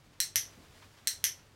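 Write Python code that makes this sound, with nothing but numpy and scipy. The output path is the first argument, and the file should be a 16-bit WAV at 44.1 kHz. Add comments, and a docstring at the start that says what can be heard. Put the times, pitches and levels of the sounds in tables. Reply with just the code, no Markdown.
"""In a small, hard-walled room, a hand-held training clicker is pressed and let go twice.
Its steel tongue snaps through and rings for a few milliseconds, with one set of tones going in
and another coming back; the room's echo carries each snap on. Underneath are faint rustles
of a dog and its handler moving, room noise and a low hum."""
import sys
import numpy as np
from scipy import signal
from scipy.fft import rfft, irfft, next_fast_len
from scipy.io import wavfile
from scipy.ndimage import map_coordinates

SR = 44100
rng = np.random.default_rng(int(sys.argv[2]) if len(sys.argv) > 2 else 0)


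def generate_wav(sig):
    """Save sig (samples, or channels by samples) to the path in sys.argv[1] as 16-bit PCM at SR."""
    pcm = np.round(np.clip(np.atleast_2d(sig).T, -1, 1) * 32767).astype(np.int16)
    wavfile.write(sys.argv[1], SR, pcm)


N = 68355

# the tongue buckles in, and springs back (t/s, level/dB)
PRESS_SNAPS = [(.2025, -0.5), (1.0725, -0.67)]
RELEASE_SNAPS = [(.3578, -0.4), (1.2410, -0.88)]
# ringing tones of tongue and case; wider ones die sooner (f/Hz, half width/Hz, level/dB)
BENT_TONES = [(1890, 303, 1), (3310, 750, -1.9), (4136, 163, 13), (4610, 200, -2.5), (5610, 340, 4.5),
              (6250, 220, 2), (7630, 650, 0.6), (8740, 480, 6), (9620, 190, 3.5), (11250, 240, 5),
              (11960, 590, -4.3), (14040, 1200, -3.0)]  # mainly near 4 kHz
RELAXED_TONES = [(1996, 363, 4.5), (3106, 270, 4.5), (3730, 1300, 0.2), (4340, 430, -1), (5390, 153, 4.7),
                 (5916, 437, 9), (7170, 280, -2.3), (8450, 210, 4), (9070, 720, -2.5), (11080, 276, 9),
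                 (11500, 430, 8.5), (12460, 750, -1.5), (14300, 460, 0.5)]  # mainly near 6 and 11 kHz
def clicker():
    """The tongue snaps on every press and release, each time with a slightly different echo."""
    out = np.zeros(N)
    for events, tones in (PRESS_SNAPS, BENT_TONES), (RELEASE_SNAPS, RELAXED_TONES):
        for start, db in events:
            add(out, start, amp(db) * signal.fftconvolve(snap(tones), room_echo()))
    return out


# the small case gives off little bass (f/Hz, level/dB)
CASE_COLOUR = [(100, -19), (500, -11), (800, -7), (1100, -4), (1600, 0.5), (15000, 2)]
def snap(tones, crack_db=-14.5, size=4096):
    """The tongue flips in under a millisecond: a sharp crack and a short ring."""
    f = np.fft.rfftfreq(size, 1 / SR)
    ring_power = sum((amp(db) / (1 + ((f - hz) / width) ** 2)) ** 2 for hz, width, db in tones)
    gain = np.sqrt(amp(crack_db) ** 2 + ring_power) * amp(along(CASE_COLOUR, f))
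    lag_s, lag_hz = .0008, 12000  # the treble trails the bass by this time at this frequency
    flip = np.exp(-1j * np.pi * lag_s * f ** 2 / lag_hz)
    return irfft(causal(gain) * flip)[:size // 2]


# how long the echo takes to fade by 60 dB (f/Hz, t/s)
ECHO_FADE = [(500, 0.23), (2000, 0.23), (4200, .24), (6000, 0.23), (10000, 0.21), (12000, .19),
             (15000, 0.15)]
# first bounces off the near walls, timed from the snap (t/s, level/dB)
WALL_BOUNCES = [(.0047, -16.5), (.0062, -16), (0.0088, -23)]
# the room favours some frequencies (f/Hz, level/dB)
ECHO_COLOUR = [(1500, 0.9), (2200, 1.5), (4000, -1), (6000, 7), (8500, 0.4), (11500, -1.4), (14500, 1)]
def room_echo(tail_db=-0.5, gap_s=0.0013, build_s=0.00092):
    """Sound arrives directly, then off the walls, blurring into a fading tail."""
    hz, times, bands = signal.stft(rng.standard_normal(SR // 2), SR, nperseg=256)
    fade = np.exp(-np.log(1000) * times / along(ECHO_FADE, hz)[:, None])
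    tail = signal.istft(bands * fade, SR)[1]
    t = np.arange(len(tail)) / SR
    tail *= 1 - np.exp(-np.maximum(t - gap_s, 0) / build_s)
    echo = amp(tail_db) * tail / np.linalg.norm(tail)
    for delay, db in WALL_BOUNCES:
        add(echo, delay * (1 + .03 * rng.standard_normal()), amp([db]))
    echo = coloured(echo, ECHO_COLOUR)
    echo[0] += 1  # the direct sound
    return echo


# how loud the rustling is (t/s, level/dB)
RUSTLE_LEVELS = [(0, -70), (.3, -65.5), (.5, -59.5), (.63, -63), (.8, -60), (.92, -63.5), (1.05, -63.5),
                 (1.4, -64), (1.55, -69.5)]
# brief scuffs, soft low bumps and swells of rumble (t/s, level/dB, time to peak/s)
SCUFF_EVENTS = [(.125, -64.5, 0.01), (.817, -57, 0.012), (.970, -58.5, 0.011), (1.388, -70, 0.015)]
BUMP_EVENTS = [(0.571, -54.5, 0.012), (0.621, -64, .008)]
RUMBLE_EVENTS = [(.34, -57.5, 0.025), (.645, -59, 0.033), (1.16, -65, 0.036), (1.385, -62, .018)]
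# each sound's balance of bass and treble (f/Hz, level/dB)
RUSTLE_COLOUR = [(100, -7), (400, -1), (1000, -3), (2000, -4.5), (5000, -8), (9000, -14.5), (15000, -20)]
SCUFF_COLOUR = [(100, -11), (500, -7), (1000, 6), (2000, 1.5), (4500, -4), (8000, -18), (15000, -30)]
BUMP_COLOUR = [(60, -25), (150, -14.5), (210, -2), (290, -1), (420, -12.5), (1500, -37), (8000, -66)]
RUMBLE_COLOUR = [(25, -24), (55, -4), (95, -1), (140, -9.5), (250, -26), (2000, -50)]
def movement(flutter_db=1):
    """Dog and handler shift: light rustling, a few scuffs, soft bumps and swells of low rumble."""
    t = np.arange(N) / SR
    rustle_db = np.interp(t, *np.transpose(RUSTLE_LEVELS)) + flutter_db * wobble(35.3)
    out = amp(rustle_db) * noise(RUSTLE_COLOUR)
    for events, colour in ((SCUFF_EVENTS, SCUFF_COLOUR), (BUMP_EVENTS, BUMP_COLOUR),
                           (RUMBLE_EVENTS, RUMBLE_COLOUR)):
        loudness = sum(amp(db) * swell(t - start, peak_s) for start, db, peak_s in events)
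        out += loudness * noise(colour)
    return out


# the two tones of the hum (f/Hz, level/dB)
HUM_TONES = [(98, -68.5), (143, -72.5)]
def hum(waver_db=2):
    """A low hum wavers in loudness and slightly in pitch."""
    t = np.arange(N) / SR
    out = np.zeros(N)
    for hz, db in HUM_TONES:
        loudness = amp(db + waver_db * wobble(8.55))
        phase = 2 * np.pi * hz * t + 0.52 * wobble(9.7)
        out += loudness * np.sqrt(2) * np.sin(phase)
    return out


# the room noise is mostly bass (f/Hz, level/dB)
NOISE_COLOUR = [(16, -31), (27, -9), (42, -2.5), (70, 0.5), (120, -4.5), (330, -10), (700, -17),
                (1000, -17), (2000, -21.5), (6000, -28), (16000, -44.5)]
def room_noise(level_db=-63):
    """The steady, faint rush of a quiet room."""
    return amp(level_db) * noise(NOISE_COLOUR)


def amp(db):
    """Turns decibels into a multiplier."""
    return 10 ** (np.asarray(db) / 20)


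def along(points, hz):
    """Reads between a table's rows on a pitch-like (log) frequency scale."""
    f, values = np.transpose(points)
    return np.interp(np.log(hz + 1), np.log(f + 1), values)


def causal(gain):
    """A filter with these gains that never rings before the sound arrives."""
    cepstrum = irfft(np.log(gain))
    half = len(cepstrum) // 2
    cepstrum[1:half] *= 2
    cepstrum[half + 1:] = 0
    return np.exp(rfft(cepstrum))


def coloured(x, colour):
    """Shapes a sound's bass and treble by a table (f/Hz, level/dB)."""
    size = 2 * next_fast_len(len(x))
    gain = amp(along(colour, np.fft.rfftfreq(size, 1 / SR)))
    return irfft(rfft(x, size) * causal(gain))[:len(x)]


def noise(colour):
    """Shaped noise with an average (rms) strength of 1."""
    x = coloured(rng.standard_normal(N), colour)
    return x / np.sqrt(np.mean(x ** 2) + 1e-20)


def wobble(rate):
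    """A smooth curve through `rate` random points a second."""
    points = rng.standard_normal(int(N * rate / SR) + 4)
    return map_coordinates(points, [np.arange(N) * rate / SR])


def swell(t, peak_s):
    """Rises to 1 at peak_s, then dies away."""
    progress = np.maximum(t, 0) / peak_s
    return progress * np.exp(1 - progress)


def add(track, start_s, sound):
    """Mixes a sound into the track from start_s on."""
    part = track[max(round(start_s * SR), 0):][:len(sound)]
    part += sound[:len(part)]


def scene():
    """Clicks over the quiet room, in one channel."""
    return (clicker() + movement() + hum() + room_noise())[None]


def record(dry):
    """Cuts away the highest treble, above 16 kHz."""
    return signal.sosfilt(signal.ellip(10, .1, 80, 16000, fs=SR, output="sos"), dry)


dry = scene()
out = record(dry)
generate_wav(out)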